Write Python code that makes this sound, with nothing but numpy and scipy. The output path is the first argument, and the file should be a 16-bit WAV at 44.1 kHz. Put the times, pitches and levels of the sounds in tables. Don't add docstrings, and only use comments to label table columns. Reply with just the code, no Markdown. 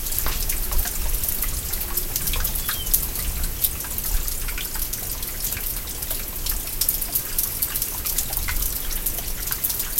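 import sys
import numpy as np
from scipy import signal
from scipy.fft import rfft, irfft, next_fast_len
from scipy.io import wavfile
from scipy.ndimage import map_coordinates

SR = 44100
rng = np.random.default_rng(int(sys.argv[2]) if len(sys.argv) > 2 else 0)


def int16_out(signal):
    q = np.round(np.clip(np.atleast_2d(signal).T, -1, 1) * 32767)
    wavfile.write(sys.argv[1], SR, q.astype(np.int16))


N = 440559


def amp(db):
    return 10 ** (np.asarray(db) / 20)


def unit(x):
    return x / np.sqrt(np.mean(x ** 2) + 1e-20)


def per_hit(x):
    return x / np.sqrt(np.sum(x ** 2) / (.03 * SR) + 1e-20)


def curves(rows):
    times, *columns = np.transpose(rows)
    return [np.interp(np.arange(N) / SR, times, column) for column in columns]


def wobble(rate):
    knots = rng.standard_normal(int(N * rate / SR) + 4)
    return map_coordinates(knots, [np.arange(N) * rate / SR])


def colour(x, points):
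    size = next_fast_len(N + 8192)
    hz, db = np.transpose(points)
    gain = amp(np.interp(np.log(np.fft.rfftfreq(size, 1 / SR) + 1), np.log(hz), db))
    return irfft(rfft(x, size) * unit(gain), size)[..., :N]


def noise(points):
    return unit(colour(rng.standard_normal(N), points))


def resonate(x, hz, q):
    hz, q = min(hz, .4 * SR), max(q, 1)
    return signal.lfilter(*signal.iirpeak(hz, q, fs=SR), x) * np.sqrt(SR * q / (np.pi * hz))


def add(track, s, sound):
    start = round(s * SR)
    part = sound[max(-start, 0):max(N - start, 0)]
    track[max(start, 0):][:len(part)] += part


def dying(t, t60):
    return (t >= 0) * amp(-60 * np.abs(t) / t60)


def camera_whine():
    partials = [(8000, -52.5), (10896, -54), (11590, -53), (13103, -53)]
    t = np.arange(N) / SR
    return np.sqrt(2) * sum(amp(db) * np.sin(2 * np.pi * hz * t) for hz, db in partials)


def far_hum(hz, start_db, fade_db_per_s, swell_s, swell_width_s, swell_db):
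    t = np.arange(N) / SR
    swell = np.exp(-((t - swell_s) / swell_width_s) ** 2)
    db = start_db - fade_db_per_s * t + swell_db * swell + 2.5 * wobble(12)
    phase = 2 * np.pi * np.cumsum(hz + 3.5 * wobble(14)) / SR
    return np.sqrt(2) * amp(db) * np.sin(phase)


def neighbourhood(murmur_db):
    bands = [(61.7, 18, -47.5), (105.4, 4.5, -51), (118.5, 4.4, -49)]
    murmur_spectrum = [(60, -28), (110, -9), (190, -0.5), (400, -2.5), (700, -10), (1500, -11.5),
                       (3000, -11), (6000, -29.5)]
    drone = sum(amp(db) * unit(resonate(rng.standard_normal(N), hz, hz / width))
                for hz, width, db in bands)
    return amp(murmur_db + .45 * wobble(3.33)) * noise(murmur_spectrum) + drone


def far_rain(gain_db):
    rainfall = [(0.0, -29), (0.8, -31), (2.36, -29.5), (5.37, -32.5), (7.73, -30), (9.4, -32.5),
                (9.71, -28), (9.99, -31.5)]
    hiss_spectrum = [(500, -9.5), (1500, -11), (3000, -9), (5500, -1.5), (9000, -2), (12500, 5.5),
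                     (15800, 3)]
    rainfall_db, = curves(rainfall)
    flicker_db = .5 * wobble(7) + wobble(35)
    return amp(rainfall_db + gain_db + flicker_db) * noise(hiss_spectrum)


def bird(start_s, length_s, start_hz, fall_hz, peak_after_s, peak_db):
    t = np.arange(N) / SR - start_s
    progress = np.clip(t / length_s, 0, 1)
    gate = np.minimum(20 * progress * (1 - progress), 1)
    past_peak = t - peak_after_s
    swell_db = np.minimum(55 * past_peak, -160 * past_peak)
    db = peak_db + swell_db + 2.5 * wobble(50)
    hz = start_hz - fall_hz * progress ** 1.4 + 10 * wobble(90)
    return gate * amp(db) * np.sqrt(2) * np.sin(2 * np.pi * np.cumsum(hz) / SR)


def breeze(buffet_gain_db, eddy_gain_db):
    gusts = [(0, -32.5, -39), (0.28, -28, -34.5), (0.66, -32, -39), (0.78, -19.5, -35), (0.92, -33, -39),
             (1.06, -21, -36), (1.3, -30, -44), (1.5, -27.5, -35), (2.15, -36.5, -37.5),
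             (2.38, -24.5, -29.5), (2.75, -32.5, -40), (3.2, -28, -32.5), (4.04, -37, -40.5),
             (4.15, -21, -31.5), (4.28, -33, -45), (6.36, -36, -42.5), (6.48, -25, -39), (6.62, -35.5, -45),
             (8.2, -35.5, -41.5), (8.5, -30, -37), (9.5, -37.5, -46), (9.99, -35, -53)]
    buffet_spectrum = [(8, -8.5), (20, 0.5), (30, 2), (45, -5), (65, -12.5), (100, -38), (250, -45.5)]
    eddy_spectrum = [(35, -33), (65, 3.5), (82, -3), (110, -10.5), (170, -11.5), (300, -26.5), (800, -53)]
    buffet_db, eddy_db = curves(gusts)
    buffet = amp(buffet_db + buffet_gain_db + 2 * wobble(10)) * noise(buffet_spectrum)
    eddies = amp(eddy_db + eddy_gain_db + 2.1 * wobble(12)) * noise(eddy_spectrum)
    return buffet + eddies


def tap(hz, t60, q, splash_db, tail_db):
    t = np.arange(round(.12 * SR)) / SR
    attack = 1 - np.exp(-t / .00032)
    envelope = attack * (dying(t, t60) + amp(tail_db) * dying(t, .24))
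    push, splash = envelope * rng.standard_normal((2, len(t)))
    ring = per_hit(resonate(resonate(push, hz, q), hz, 1))
    lower_hz = hz * rng.uniform(.445, .91)
    lower_ring = per_hit(resonate(resonate(splash, lower_hz, q), hz, 1))
    return ring + amp(-3.5) * lower_ring + amp(splash_db) * per_hit(resonate(splash, 2 * hz, 1))


def leaf_ticks(per_s, tick_db, spread_db):
    track = np.zeros(N)
    for when, smallness, pitch in rng.random((int(per_s * N / SR), 3)):
        tick = tap(4500 * 3.2 ** pitch, t60=.055, q=12, splash_db=-14, tail_db=-10)
        db = tick_db - spread_db * np.sqrt(smallness) + 7 * pitch
        add(track, when * N / SR, amp(db) * tick)
    return track


def hollow_taps(near_gain_db, far_per_s, far_db):
    near_drips = [(0.524, -23, 2260), (0.713, -20.5, 1010), (0.851, -19, 1520), (1.053, -26.5, 891),
                  (1.434, -21, 2030), (1.902, -23.5, 1120), (2.333, -14.5, 3450), (2.357, -21, 1030),
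                  (2.4, -20.5, 1560), (2.688, -15, 1540), (2.711, -19.5, 4100), (3.19, -25.5, 2020),
                  (3.245, -24.5, 2940), (3.644, -26, 3920), (3.843, -23.5, 1620), (4.481, -19.5, 2240),
                  (4.576, -17.5, 2460), (4.606, -19.5, 3420), (4.751, -23, 1560), (5.567, -20, 2330),
                  (6.105, -23.5, 620), (6.194, -26.5, 2380), (6.462, -19.5, 4230), (6.513, -25, 1660),
                  (7.082, -26, 686), (7.702, -25, 1580), (7.72, -23, 2840), (7.945, -26.5, 1030),
                  (8.048, -23, 2370), (8.299, -25, 790), (8.48, -17.5, 2050), (8.491, -15.5, 2030),
                  (8.846, -25.5, 3200), (9.183, -24, 694), (9.51, -19, 1560), (9.864, -26, 1470)]
    track = np.zeros(N)
    for s, db, hz in near_drips:
        add(track, s, amp(db + near_gain_db) * tap(hz, t60=.074, q=9.9, splash_db=-3, tail_db=-12.5))
    for when, smallness, pitch in rng.random((int(far_per_s * N / SR), 3)):
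        patter = tap(650 * 6 ** pitch, t60=.07, q=9, splash_db=-12, tail_db=-9)
        add(track, when * N / SR, amp(far_db - 9 * smallness + 3 * pitch) * patter)
    return track


def board_knock(push_db, spatter_db, fall_s):
    hits = [(0.265, -28)]
    board_response = [(100, -18), (250, 3), (600, -6), (1150, 3.5), (2000, -5), (3500, -14), (12000, -30)]
    thud, spatter = np.zeros((2, N))
    t = np.arange(SR // 4) / SR
    for s, db in hits:
        push = amp(push_db) * per_hit(dying(t, .0024))
        ring = per_hit(dying(t, .32) * rng.standard_normal(len(t)))
        add(thud, s, amp(db) * (push + ring))
        shower = (1 - np.exp(-t / .012)) * dying(t, .19) * rng.standard_normal(len(t))
        add(spatter, s + fall_s, amp(db + spatter_db) * per_hit(resonate(shower, 3400, q=1)))
    return colour(thud, board_response) + spatter


def splat_envelope(t, burst_s):
    since_burst = t - burst_s
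    touch = amp(1) * dying(t, .046)
    film = dying(since_burst, .036)
    tail = amp(-1.5) * dying(since_burst, .14)
    second_burst = amp(rng.normal(-.91, 2.5)) * dying(since_burst - rng.uniform(.0022, .011), .0066)
    power = touch ** 2 + film ** 2 + tail ** 2 + second_burst ** 2
    for landing_s, size in zip(rng.uniform(.0072, .12, size=6), rng.uniform(-2.2, 1, size=6)):
        droplet = amp(-13 + 6.2 * size) * dying(since_burst - landing_s, .012)
        power += droplet ** 2
    specks = np.clip(rng.standard_normal(size=240), -2, 2)
    grain_db = 3 * np.interp(t, np.linspace(0, t[-1], len(specks)), specks)
    return per_hit(np.sqrt(power) * amp(grain_db))


def fizz(envelope, hz, q, ring):
    plain, cavity = envelope * rng.standard_normal((2, len(envelope)))
    return per_hit(plain + ring * resonate(cavity, hz, q))


def ground_splats(small_per_s, small_db, spray_gain_db, puddle_gain_db):
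    # t/s, relative spray level/dB, crack over spray/dB, relative puddle level/dB, puddle f/Hz
    heavy_drips = [(0.186, -26, 17, -40.5, 6600), (0.425, -43, 19.5, -32.5, 5400),
                   (0.499, -24, 13, -31.5, 6240), (0.728, -34, 12, -39, 6500), (0.794, -27, 8, -45.0, 6600),
                   (0.875, -33, 12, -31.5, 6060), (1.146, -30.5, 8, -46, 6700), (1.237, -25, 16, -39, 6300),
                   (1.287, -23, 14, -38, 6000), (1.323, -28, 14.5, -39, 6940),
                   (1.426, -23.5, 10.5, -37, 6900), (1.737, -28, 12.5, -35.5, 4400),
                   (1.812, -28.5, 5, -49, 5900), (1.975, -22, 11.5, -39, 5200),
                   (2.159, -24, 18, -29.0, 6140), (2.276, -25.5, 5.5, -31.5, 5540),
                   (2.45, -23, 8, -38, 6700), (2.557, -26.5, 7, -46, 5600), (2.686, -26, 8, -41, 4900),
                   (2.735, -28.5, 6.5, -47, 3600), (2.871, -33, 14.5, -38, 6400),
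                   (2.943, -16.0, 7.5, -28, 6500), (3.031, -26, 6.5, -40, 5100), (3.645, -18, 7, -32, 3900),
                   (3.983, -27.5, 20, -55, 6800), (4.06, -34, 12, -42, 6600), (4.283, -29, 20, -45, 6600),
                   (4.318, -35, 10, -36, 5300), (4.65, -30.5, 8, -40, 5200), (4.822, -27.5, 10, -35, 5600),
                   (4.935, -29.5, 9, -32, 6000), (5.446, -26, 12.5, -37, 6600), (5.467, -33, 12, -33, 6600),
                   (5.526, -27.5, 17, -40, 6400), (5.669, -28.0, 3.5, -43, 5600),
                   (6.028, -30.5, 11, -39.5, 6400), (6.114, -29.0, 6.5, -36, 3480),
                   (6.465, -34, 10.5, -33.5, 5300), (6.497, -24, 11.5, -35.5, 5200),
                   (6.815, -23.5, 12.5, -24.5, 5430), (6.889, -18.5, 14, -42, 7100),
                   (6.943, -27, 11, -40, 5600), (7.021, -24, 7.5, -45.0, 4600),
                   (7.159, -20, 4, -34.5, 6500), (7.388, -19.5, 14, -32, 5660),
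                   (7.435, -23, 16, -34.0, 6130), (7.627, -20.5, 8, -34.5, 4570),
                   (7.759, -23.0, 13, -47, 6200), (7.82, -25, 17, -31.5, 6300),
                   (8.066, -26, 6, -33.0, 5400), (8.097, -27, 10, -33, 6050),
                   (8.185, -23.5, 14, -25.5, 6800), (8.33, -30, 14, -33, 5060),
                   (8.37, -22.5, 22, -45.0, 6900), (8.624, -29, 10.5, -33, 6000),
                   (8.659, -26.0, 15.5, -36.5, 6300), (8.959, -28, 15, -55, 6800),
                   (9.066, -22.0, 8.5, -35, 7000), (9.184, -29, 6.5, -40, 6300),
                   (9.473, -30, 8.5, -35, 6700), (9.523, -25, 18.5, -34.5, 4800),
                   (9.647, -20.5, 1, -43, 7100), (9.702, -26.5, 7, -29, 5500),
                   (9.8, -26.0, 9.5, -33.5, 7100), (9.985, -17.5, 8.5, -32, 6700)]
    spray_spectrum = [(2000, -44), (5000, -41), (7500, -11.5), (10000, -3), (12500, 1), (14000, 1.5),
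                      (15800, -7)]
    puddle_spectrum = [(700, -14), (2000, -7.5), (3500, 1.5), (5500, 3.5), (7000, 4.5), (10000, 5.5),
                       (16000, -18)]
    small_drips = []
    for when, smallness, depth, hardness in rng.random((int(small_per_s * N / SR), 4)):
        db = small_db - 5 * smallness
        small_drips.append((when * N / SR, db, 8 + 8 * hardness,
                            db - 17.5 + 10 * depth, 6800 - 2800 * depth))
    t = np.arange(round(.16 * SR)) / SR
    spray, puddle = np.zeros((2, N))
    for s, spray_db, crack_db, puddle_db, puddle_hz in list(heavy_drips) + small_drips:
        burst_s = .009 * max(1 - crack_db / 20, 0)
        spray_hz = 11550 - 112 * (puddle_db - spray_db) + 604 * rng.standard_normal()
        envelope = splat_envelope(t, burst_s)
        crack = amp(crack_db + 1) * np.exp(-np.abs(t - burst_s) / .00023)
        sharp = fizz(np.hypot(envelope, crack), spray_hz, q=7.2, ring=.4)
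        rounded = fizz(np.hypot(envelope, .27 * crack), puddle_hz, q=7.5, ring=.6)
        add(spray, s - burst_s, amp(spray_db + spray_gain_db) * sharp)
        add(puddle, s - burst_s, amp(puddle_db + puddle_gain_db) * rounded)
    return colour(spray, spray_spectrum) + colour(puddle, puddle_spectrum)


def scene():
    yard = ground_splats(small_per_s=11, small_db=-30.5, spray_gain_db=.16, puddle_gain_db=1.5)
    yard += hollow_taps(near_gain_db=-14.5, far_per_s=24, far_db=-45)
    yard += board_knock(push_db=-11.5, spatter_db=-1.5, fall_s=.046)
    yard += far_rain(gain_db=-1)
    yard += leaf_ticks(per_s=45, tick_db=-36.5, spread_db=13.5)
    yard += breeze(buffet_gain_db=2, eddy_gain_db=-2)
    yard += neighbourhood(murmur_db=-41.5)
    yard += bird(start_s=2.57, length_s=.34, start_hz=3480, fall_hz=580, peak_after_s=.24, peak_db=-36)
    yard += far_hum(hz=357.6, start_db=-55.5, fade_db_per_s=2.2,
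                    swell_s=1.99, swell_width_s=.3, swell_db=13.5)
    return np.tile(yard + camera_whine(), (2, 1))


def record(dry):
    size = next_fast_len(N + 8192)
    passband = np.fft.rfftfreq(size, 1 / SR) < 16000
    return irfft(rfft(np.clip(dry, -1, 1), size) * passband, size)[:, :N]


dry = scene()
out = record(dry)
int16_out(out)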